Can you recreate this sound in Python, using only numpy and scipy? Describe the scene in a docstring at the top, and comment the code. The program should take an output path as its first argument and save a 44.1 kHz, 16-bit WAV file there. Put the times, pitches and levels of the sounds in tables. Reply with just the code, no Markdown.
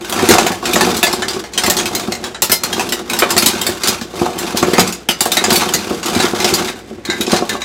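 """Room noise and a faint mains hum run throughout: shaped random noise and a sine.
From the start a hand shoves steel utensils about a drawer: random small impulses ring steel and wood.
Within 0.2 s come clinks, sums of damped modes, and knocks, noise bursts through the drawer's resonances.
From 5.3 s a heavy ladle also rings at fixed pitches. Kitchen reverberation is decaying noise whose treble
dies first; the close microphone colours the sum, and the hardest blows overload the recorder."""
import sys
import numpy as np
from scipy import signal
from scipy.fft import rfft, irfft, next_fast_len
from scipy.io import wavfile

SR = 44100
rng = np.random.default_rng(int(sys.argv[2]) if len(sys.argv) > 2 else 0)


def waveform_to_disk(signal):
    """Save audio, clipped to [-1, 1], as 16-bit WAV at the path in sys.argv[1]."""
    frames = np.transpose(np.atleast_2d(signal))
    scaled = np.clip(frames, -1, 1) * 32767
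    samples = np.round(scaled).astype(np.int16)
    wavfile.write(sys.argv[1], SR, samples)


N = 337056  # samples in the scene
AGE = np.arange(int(.35 * SR)) / SR  # time since a blow, s
BODY_HZ, CLINK_HZ, SPARKLE_HZ = (600, 2200), (2200, 8000), (8000, 16500)  # bands of a steel blow
BOOM_HZ, CLACK_HZ = (40, 520), (520, 1400)  # bands of a blow on wood


def amp(db):
    """Level definition: decibels to amplitude ratio."""
    return 10 ** (np.asarray(db) / 20)


def unit(x):
    """Normalization by mean power: x at rms 1."""
    return x / np.sqrt(np.mean(x ** 2) + 1e-20)


def unit_attack(x):
    """Normalization by onset power: the first 20 ms at rms 1."""
    return x / np.sqrt(np.mean(x[:SR // 50] ** 2) + 1e-20)


def along(points, hz):
    """Logarithmic interpolation: (f, value) points read on a log frequency axis."""
    f, value = np.transpose(points)
    return np.interp(np.log(hz + 1), np.log(f + 1), value)


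def fade(t60):
    """Exponential damping: the amplitude loses 60 dB in t60 seconds."""
    return np.exp(-np.log(1000) * AGE / t60)


def burst(t60):
    """Broadband excitation: fresh noise under exponential damping."""
    return rng.standard_normal(len(AGE)) * fade(t60)


def filtered(x, response):
    """Linear filtering: the spectrum of x times a response of frequency."""
    size = next_fast_len(len(x) + 8192)
    spectrum = rfft(x, size) * response(np.fft.rfftfreq(size, 1 / SR))
    return irfft(spectrum, size)[:len(x)]


def band(edges):
    """Band analysis: a causal band filter that brings a blow to unit strength."""
    sos = signal.butter(3, edges, "bandpass", fs=SR, output="sos")
    return lambda x: unit_attack(signal.sosfilt(sos, x))


def add(track, s, sound):
    """Superposition: mix a sound into the track at time s."""
    part = track[max(0, round(s * SR)):][:len(sound)]
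    part += sound[:len(part)]


def ringing(modes):
    """Modal vibration: one damped sine per (f/Hz, level/dB, t60/s) row."""
    return np.array([amp(db) * np.sin(2 * np.pi * hz * AGE) * fade(t60) for hz, db, t60 in modes])


def lumpy(x, step_hz=190, depth_db=4.0):
    """Contact-point selectivity: each point favours its own ragged set of frequencies."""
    knots = rng.standard_normal(400)
    return filtered(x, lambda hz: amp(depth_db * np.interp(hz / step_hz, np.arange(len(knots)), knots)))


# spectrum of the room noise: f/Hz, relative density/dB per Hz
ROOM_SPECTRUM = [(25, -12), (55, -4), (95, 6), (200, 1), (350, 2.5), (550, 0), (1000, -8), (2000, -5),
                 (4000, -19), (8000, -22), (16000, -50)]


def room_noise(level_db=-39, hum_hz=60, hum_db=-47):
    """Stationary random noise: the steady low noise of the home, with a little mains hum."""
    air = unit(filtered(rng.standard_normal(N), lambda hz: amp(along(ROOM_SPECTRUM, hz))))
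    hum = unit(np.sin(2 * np.pi * hum_hz * np.arange(N) / SR))
    return amp(level_db) * air + amp(hum_db) * hum


# reverberation time of the kitchen: f/Hz, t60/s
KITCHEN_DECAY = [(150, 0.41), (400, 0.38), (1000, 0.41), (3000, 0.31), (7000, 0.28), (14000, 0.028)]


def echoes(count):
    """Diffuse reverberation: noise tails that decay at each frequency's own rate, treble fastest."""
    hz, t, grid = signal.stft(rng.standard_normal((count, len(AGE))), SR, nperseg=256)
    grid = grid * np.exp(-np.log(1000) * t / along(KITCHEN_DECAY, hz)[:, None])
    tails = signal.istft(grid, SR, nperseg=256)[1][:, :len(AGE)]
    return tails * (1 - np.exp(-AGE / .005))  # the tail builds up over some milliseconds


# panel modes of the wooden drawer: f/Hz, width/Hz, gain/dB
DRAWER_MODES = [(100.8, 18.6, -4), (183.8, 6.1, -0.5), (227.6, 62, 0), (357.6, 43.7, 6),
                (473.5, 14.5, -0.5), (583, 22, -2), (710.6, 55, 3), (846, 22, -15), (1020, 90, -18),
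                (1092, 32, 0)]


def drawer(force, flex_db=-15):
    """Panel resonance: the drawer's modes, over a broad flexing of the whole box."""
    def resonance(f, hz, width):
        return 1j * f * width / (hz * hz - f * f + 1j * f * width)

    def response(f):
        panels = sum(amp(db) * resonance(f, hz, width) for hz, width, db in DRAWER_MODES)
        return panels + amp(flex_db) * resonance(f, 360, 900)

    return filtered(force, response)


# the longest ringing modes in the heap: f/Hz, relative level/dB, t60/s
LONG_MODES = [(1730, -10.5, 0.14), (2087, -8.5, 0.15), (2550, -21, 0.14), (3820, -13, 0.14),
              (4470, -12, 0.19), (4930, -12.5, 0.22), (7000, -17, 0.21), (11200, -6, 0.14)]


def steel_blows(count, life=0.057, crack_t60=0.12, crack_db=2, long_db=-13, room_db=-8, mode_count=300):
    """Modal superposition: each blow cracks and rings some of the heap's many modes.
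    Neighbours damp them quickly; life is the typical t60 in s at 4 kHz."""
    places = (np.arange(mode_count) + rng.random(mode_count)) / mode_count
    pitches = 700 + 15300 * places ** 1.1
    lives = life * (pitches / 4000) ** -.25 * np.exp(0.074 * rng.standard_normal(mode_count))  # high ones die sooner
    heap = ringing(zip(pitches, np.zeros(mode_count), lives))
    struck = rng.random((count, mode_count)) < .4  # each blow excites about 40 % of the modes
    short = (rng.standard_normal((count, mode_count)) * struck) @ heap
    long = rng.standard_normal((count, len(LONG_MODES))) @ ringing(LONG_MODES)
    blows = []
    for damped, lasting, tail in zip(short, long, echoes(count)):
        ring = unit_attack(damped) + amp(long_db) * unit_attack(lasting)
        crack = amp(crack_db) * unit_attack(burst(crack_t60))
        blows.append(ring + crack + amp(room_db) * unit_attack(tail))
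    return blows


# shoves of the hand, two or three a second; levels at mid-shove, the rumble's before a common trim:
# start t/s, length/s, sliding steel level/dB, drawer rumble level/dB
SHOVES_OF_HAND = [(0, 0.16, -28, -30.5), (0.188, 0.28, -14.5, -16.5), (0.677, 0.28, -15, -16.5),
                  (1.065, 0.31, -25, -26), (1.595, 0.36, -21.5, -21.5), (2, 0.11, -27.5, -26.5),
                  (2.2, 0.088, -32, -28), (2.67, 0.33, -24, -23), (3.114, 0.61, -19.5, -22.5),
                  (3.857, 0.087, -18.5, -21), (4.165, 0.11, -23, -20.5), (4.34, 0.28, -22.5, -25.5),
                  (4.572, 0.31, -21.5, -26), (5.23, 0.46, -26, -26.5), (5.488, 0.21, -17, -19),
                  (5.747, 0.24, -24.5, -26), (6.075, 0.22, -16.5, -19), (6.387, 0.29, -18.5, -19.5),
                  (6.87, 0.11, -43, -40.5), (7.108, 0.15, -29, -28), (7.294, 0.093, -20, -19),
                  (7.502, 0.046, -22.5, -25.5)]
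# a shove gathers pace, arches to its middle, and the heap then settles
GATHER_DB_PER_S, ARCH_DB, SETTLE_DB_PER_S = 208, 3.5, 124


def shoving():
    """Power addition of envelopes: gains of sliding steel and drawer rumble, one arch per shove."""
    t, power = np.arange(N) / SR, np.zeros((2, N))
    for s, length, *levels in SHOVES_OF_HAND:
        arch = ARCH_DB * (np.sin(np.pi * np.clip((t - s) / length, 0, 1)) - 1)
        gathering = GATHER_DB_PER_S * np.maximum(s - t, 0)
        settling = SETTLE_DB_PER_S * np.maximum(t - s - length, 0)
        power += np.outer(amp(levels), amp(arch - gathering - settling)) ** 2
    return np.sqrt(power)


def touches(rate, spread_db):
    """Random impulse process: small contacts, rate per second, with uneven force and either sign."""
    happens = rng.random(N) < rate / SR
    force = amp(spread_db * rng.standard_normal(N))
    return unit(happens * force * rng.choice([-1, 1], N))


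# spectral weighting of the sliding steel: f/Hz, relative gain/dB
SLIDE_SPECTRUM = [(300, -50), (800, 4), (1300, 3), (2500, 0), (4500, -3), (7500, -5.5), (9000, -9),
                  (15000, -13.5)]


def jostle(wood_db=-1.5, rate=18, spread_db=4.5, attack_s=0.00048, count=14):
    """Friction as many micro-impacts: utensils slide in small ticks and rumble on the drawer's bottom."""
    steel, wood = shoving()
    graze = 1 - np.exp(-AGE / attack_s)  # glancing contacts start softly
    ticks = np.zeros(N)
    for blow in steel_blows(count):
        ticks += signal.oaconvolve(touches(rate, spread_db), graze * lumpy(blow))[:N]
    sliding = unit(filtered(ticks, lambda hz: amp(along(SLIDE_SPECTRUM, hz))))
    # soft contacts carry little treble
    rubbing = filtered(touches(rate=400, spread_db=3.5), lambda hz: 1 / (1 + (hz / 1400) ** 4))
    return steel * sliding + amp(wood_db) * wood * unit(drawer(rubbing))


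# utensils landing on the drawer: t/s, boom level/dB, clack re boom/dB (before a common trim)
DRAWER_KNOCKS = [(0.162, -25, 2), (0.229, -15, -11), (0.288, -11, -17), (0.304, -5.5, -21),
                 (0.351, -27, 17), (0.382, -27, 19), (0.504, -22, 4.5), (0.627, -31.5, 13.5),
                 (0.763, -20, 9), (1.029, -30, 16.5), (1.08, -27, 9.5), (1.135, -28, 9.5), (1.364, -23, 0),
                 (1.68, -20.5, 7.5), (2.082, -19.5, -3.5), (2.497, -24, -1),(3.22, -18, 7),
                 (3.429, -20, -15), (3.69, -21.5, -21), (4.016, -26.5, -2), (4.215, -15, 2),
                 (4.262, -27.5, 14), (4.546, -19, -1), (4.627, -12.5, 4.5), (4.682, -17, -9),
                 (4.733, -16.5, -1), (4.783, -9.5, -0.5), (5.089, -22.5, 4.5), (5.259, -26.5, 13),
                 (5.482, -18, -9), (5.519, -16.5, 2.5), (5.752, -22, -8), (5.907, -17.5, -1),
                 (6.088, -24.5, 2), (6.163, -14.5, -3), (6.242, -15, -8), (6.334, -18.5, 1),
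                 (6.442, -21, -6), (6.525, -17, -18), (6.909, -28.5, -6.5), (6.983, -33, -3),
                 (7.087, -21.5, -7), (7.204, -20, -9), (7.33, -13.5, 3.5), (7.422, -20, 5.5),
                 (7.55, -29, 11.5)]


def knocks(clack_db=-1, contact_t60=0.027, room_db=-15):
    """Forced panel vibration: a utensil drops on the wood and chatters for a moment."""
    track = np.zeros(N)
    low, high = band(BOOM_HZ), band(CLACK_HZ)
    for (s, db, clack), tail in zip(DRAWER_KNOCKS, echoes(len(DRAWER_KNOCKS))):
        force = unit_attack(burst(contact_t60)) + amp(room_db) * unit_attack(tail)
        wood = drawer(lumpy(force, step_hz=110, depth_db=1.5))
        add(track, s, amp(db) * (low(wood) + amp(clack + clack_db) * high(wood)))
    return track


# modes of a heavy ladle or spatula: f/Hz, relative level/dB, t60/s
LADLE_MODES = [(1600, -5, 0.15), (1745, -1, 0.075), (2033, 4, 0.046), (2150, -13, 0.13),
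               (3720, -3.5, 0.074), (3900, -5, 0.11), (3980, -23, 0.13), (6750, -11, 0.1)]
# blows that set it ringing: t/s, level/dB
LADLE_STRIKES = [(5.321, -24), (5.369, -18.5), (5.440, -25), (6.682, -28), (7.051, -28), (7.078, -27),
                 (7.100, -14), (7.211, -39), (7.495, -20), (7.619, -25)]


def ladle(spread_db=2, room_db=-4):
    """Fixed eigenfrequencies: the heavy utensil keeps its pitch; the kitchen roughens its ring."""
    track, modes = np.zeros(N), ringing(LADLE_MODES)
    for (s, db), tail in zip(LADLE_STRIKES, echoes(len(LADLE_STRIKES))):
        ring = amp(spread_db * rng.standard_normal(len(LADLE_MODES))) @ modes
        wet = signal.fftconvolve(ring, tail / np.linalg.norm(tail))[:len(ring)]
        add(track, s, amp(db) * unit_attack(ring + amp(room_db) * wet))
    return track


def chatter(blow, gap_s=.0055, rebound_db=-5, loss_db=2, snap_db=-4, snap_t60=0.024, count=4):
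    """Repeated impact with energy loss: a snap, then uneven rebounds under a falling limit of strength."""
    out = blow + amp(snap_db) * unit_attack(burst(snap_t60))
    delays = np.cumsum(gap_s * rng.uniform(.2, 2, count))
    sizes = amp(rebound_db - loss_db * np.arange(count)) * rng.uniform(-1.02, 1, count)
    for delay, size in zip(delays, sizes):
        add(out, delay, size * blow)
    return out


# utensils that ring out again and again, by name: pitch f/Hz, tone re clink/dB (before a common trim)
UTENSIL_TONES = {"grater": (1730, 0), "spatula": (2050, -3), "tongs": (2530, -1.8), "scoop": (3250, -2),
                 "ladle": (3850, -0.66), "spoon": (4200, -6), "knife": (4560, -3), "peeler": (4950, -5.5),
                 "whisk": (6880, -5.5), "fork": (7550, -4.5), "skewer": (13000, -10),
                 "muffled": (4200, -12.5)}
# a thin utensil heard mostly on the sharpest contacts: f/Hz, relative level/dB, t60/s
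TINE_MODES = [(4180, -11, 0.35), (7650, -1, .14), (7700, 0, 0.17), (10500, -10, 0.22), (11600, -3, 0.18),
              (13400, -10, 0.23), (15300, -19, 0.24)]
# steel on steel: t/s, level/dB, body re level/dB (before a common trim), sparkle re level/dB, utensil
STEEL_CLINKS = [(0.0957, -28, -4, 4.5, "muffled"), (0.124, -20, 3.5, -3.5, "scoop"),
                (0.1894, -27.5, 13.5, -14, "scoop"), (0.288, -11, 1, 0, "whisk"),
                (0.3082, -8.5, 2.5, -8, "muffled"), (0.3829, -12, 4, -10, "tongs"),
                (0.4648, -17, 5, -6, "whisk"), (0.518, -25, 5, -5, "muffled"),
                (0.6548, -16.5, -0.5, -10, "muffled"), (0.7332, -15, -14, -1.5, "tongs"),
                (0.757, -16, 5, -13, "whisk"), (0.8084, -12.5, 4, -6, "grater"),
                (0.967, -20.5, -14, -2, "spoon"), (1.029, -9.5, 0.5, -3.5, "tongs"),
                (1.0676, -17, 3.5, -11, "knife"), (1.1278, -17, -3, -5, "muffled"),
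                (1.221, -19, 4, -16, "grater"), (1.2822, -18.5, -4, -9, "knife"),
                (1.333, -27, -13, -19, "spoon"), (1.4386, -31, 5, -11, "spatula"),
                (1.5343, -25.5, -6, -11, "muffled"), (1.5763, -12.5, -4.5, -8, "scoop"),
                (1.6355, -15, 2, -7, "muffled"), (1.662, -16, 0, -3.5, "fork"),
                (1.699, -12, -2.5, 0, "fork"), (1.7675, -17, -5, -4, "knife"),
                (1.787, -17.5, -9, -21, "scoop"), (1.856, -19, -11, -7, "tongs"),
                (1.9497, -16.5, -4, -2, "spoon"), (1.9962, -24.5, 3, -5, "peeler"),
                (2.1206, -19, -0.5, -10, "spoon"), (2.24, -22.5, 2, -11, "spoon"),
                (2.345, -30.5, 6, -22, "ladle"), (2.42, -11, -3.5, 1, "fork"),
                (2.4432, -22, -6, 1, "skewer"), (2.496, -20, 2.5, -2, "skewer"),
                (2.517, -9.5, -4, 3.5, "skewer"), (2.635, -16, -0.5, -2, "spoon"),
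                (2.7277, -18.5, -0.5, -8, "scoop"), (2.7948, -18.5, 5, -6.5, "tongs"),
                (2.89, -23.5, -14, -4, "muffled"), (2.922, -15.5, -1, -4, "fork"),
                (3.0978, -20, -1.5, -4, "tongs"), (3.1328, -20.5, 4.5, -2, "ladle"),
                (3.1888, -16, -4, 2, "fork"), (3.2209, -26, 21, -18, "grater"),
                (3.305, -16, -0.5, -1, "fork"), (3.3652, -15, 3, -8, "fork"), (3.378, -10, -4, 0, "knife"),
                (3.4237, -15, -1, -3, "whisk"), (3.4603, -7.5, -7.5, -1, "whisk"),
                (3.614, -17.5, -4, -3, "fork"), (3.6654, -17, 0.5, 0, "knife"),
                (3.8343, -14.5, -5.5, -8, "muffled"), (3.873, -14.5, -7, -3, "muffled"),
                (3.882, -14.5, -4.5, -1, "peeler"), (4.0122, -26.5, -2.5, -9, "grater"),
                (4.3876, -23.5, -1, 1, "muffled"), (4.5718, -15, -7, -4, "muffled"),
                (4.6264, -21, 8, -7, "fork"), (4.7336, -19, 4.5, -5, "muffled"),
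                (4.7814, -15.5, 10, -6, "peeler"), (4.7942, -10, -4, -4, "peeler"),
                (4.8744, -21.5, -7, -5, "fork"), (4.924, -23.5, -24, -3.5, "whisk"),
                (5.0874, -12, -1, -6, "scoop"), (5.2063, -11.5, -3, -0.5, "whisk"),
                (5.2545, -21, 1.5, 1, "skewer"), (5.3178, -14.5, -6, -1, "ladle"),
                (5.3691, -12.5, 2.5, -5.5, "ladle"), (5.4397, -13, 2, -9.5, "whisk"),
                (5.504, -12.5, -2, -6, "muffled"), (5.5264, -18.5, 2.5, 4.5, "knife"),
                (5.5574, -13.5, -7, 1.5, "knife"), (5.737, -11.5, -4, -4, "whisk"),
                (6.0297, -25, 0, -14, "whisk"), (6.0584, -21, -8, -5, "whisk"),
                (6.149, -23.5, 7, -8, "ladle"), (6.1996, -18, 2.5, -15, "ladle"),
                (6.2324, -23, 7, -10, "tongs"), (6.4012, -17, -4, -10, "spatula"),
                (6.444, -12, -1, -9, "peeler"), (6.5382, -13, -8, -3.5, "knife"),
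                (6.6814, -28, 5.5, -13, "ladle"), (7.0518, -25, -4, -9, "muffled"),
                (7.0998, -22, -3, -16, "ladle"), (7.209, -18.5, -2.5, -3, "ladle"),
                (7.265, -22.5, -23, -24, "tongs"), (7.3167, -15.5, -4, -11, "muffled"),
                (7.3382, -24.5, 6, -8, "ladle"), (7.363, -18, 0, -16, "muffled"),
                (7.4926, -18, -4, -7, "grater"), (7.6174, -25.5, 0.5, -15, "ladle")]


def clinks(body_db=-1, tone_db=-1, tone_t60=0.093, tone_spread=0.0248, tines_db=-10, count=5,
           attack_s=.0005, thump_s=0.00702, thump_db=-14):
    """Impact excitation of modes: hard contacts sparkle, heavy ones have more body.
    A cluster of close modes gives each utensil its pitch; the heap passes each blow on to the wood."""
    track = np.zeros(N)
    low, middle, high, boom = band(BODY_HZ), band(CLINK_HZ), band(SPARKLE_HZ), band(BOOM_HZ)
    tines, onset = ringing(TINE_MODES), 1 - np.exp(-AGE / attack_s)
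    for (s, db, body, sparkle, utensil), blow in zip(STEEL_CLINKS, steel_blows(len(STEEL_CLINKS))):
        blow = lumpy(chatter(blow))
        clash = middle(blow) + amp(body + body_db) * low(blow) + amp(sparkle) * high(blow)

        hz, strength = UTENSIL_TONES[utensil]
        pitches = hz * (1 + tone_spread * rng.standard_normal(count))
        cluster = ringing([(f, 0, tone_t60) for f in pitches])
        tone = amp(strength + tone_db) * unit_attack(rng.standard_normal(count) @ cluster)

        tine_mix = amp(6.3 * rng.standard_normal(len(TINE_MODES))) @ tines
        ting = amp(tines_db + 2 * min(sparkle, 0)) * unit_attack(tine_mix)  # dull contacts hardly excite it
        add(track, s, amp(db) * onset * (clash + tone + ting))
        add(track, s + thump_s, amp(db + thump_db) * boom(drawer(burst(t60=0.029))))
    return track


def scene():
    """Linear superposition: all sources as they reach the one microphone."""
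    return (clinks() + ladle() + knocks() + jostle() + room_noise())[None]


# microphone colour: f/Hz, gain/dB
MIC_RESPONSE = [(25, -11), (60, -1.5), (140, 0), (250, 5), (500, 1.5), (1000, -3.5), (2000, -3.5),
                (4000, 1), (7500, -1), (9000, -1.5), (13000, -1.5), (16000, -6.5)]
TOP_HZ = 16000  # upper limit of the band


def record(dry):
    """Transducer response and saturation: colour, smooth limiting of the peaks, a steep band end."""
    x = filtered(dry[0], lambda hz: amp(along(MIC_RESPONSE, hz)))
    x = x / (1 + np.abs(x) ** 8) ** (1 / 8)
    return filtered(x, lambda hz: 1 / (1 + (hz / TOP_HZ) ** 120))[None]


dry = scene()
out = record(dry)
waveform_to_disk(out)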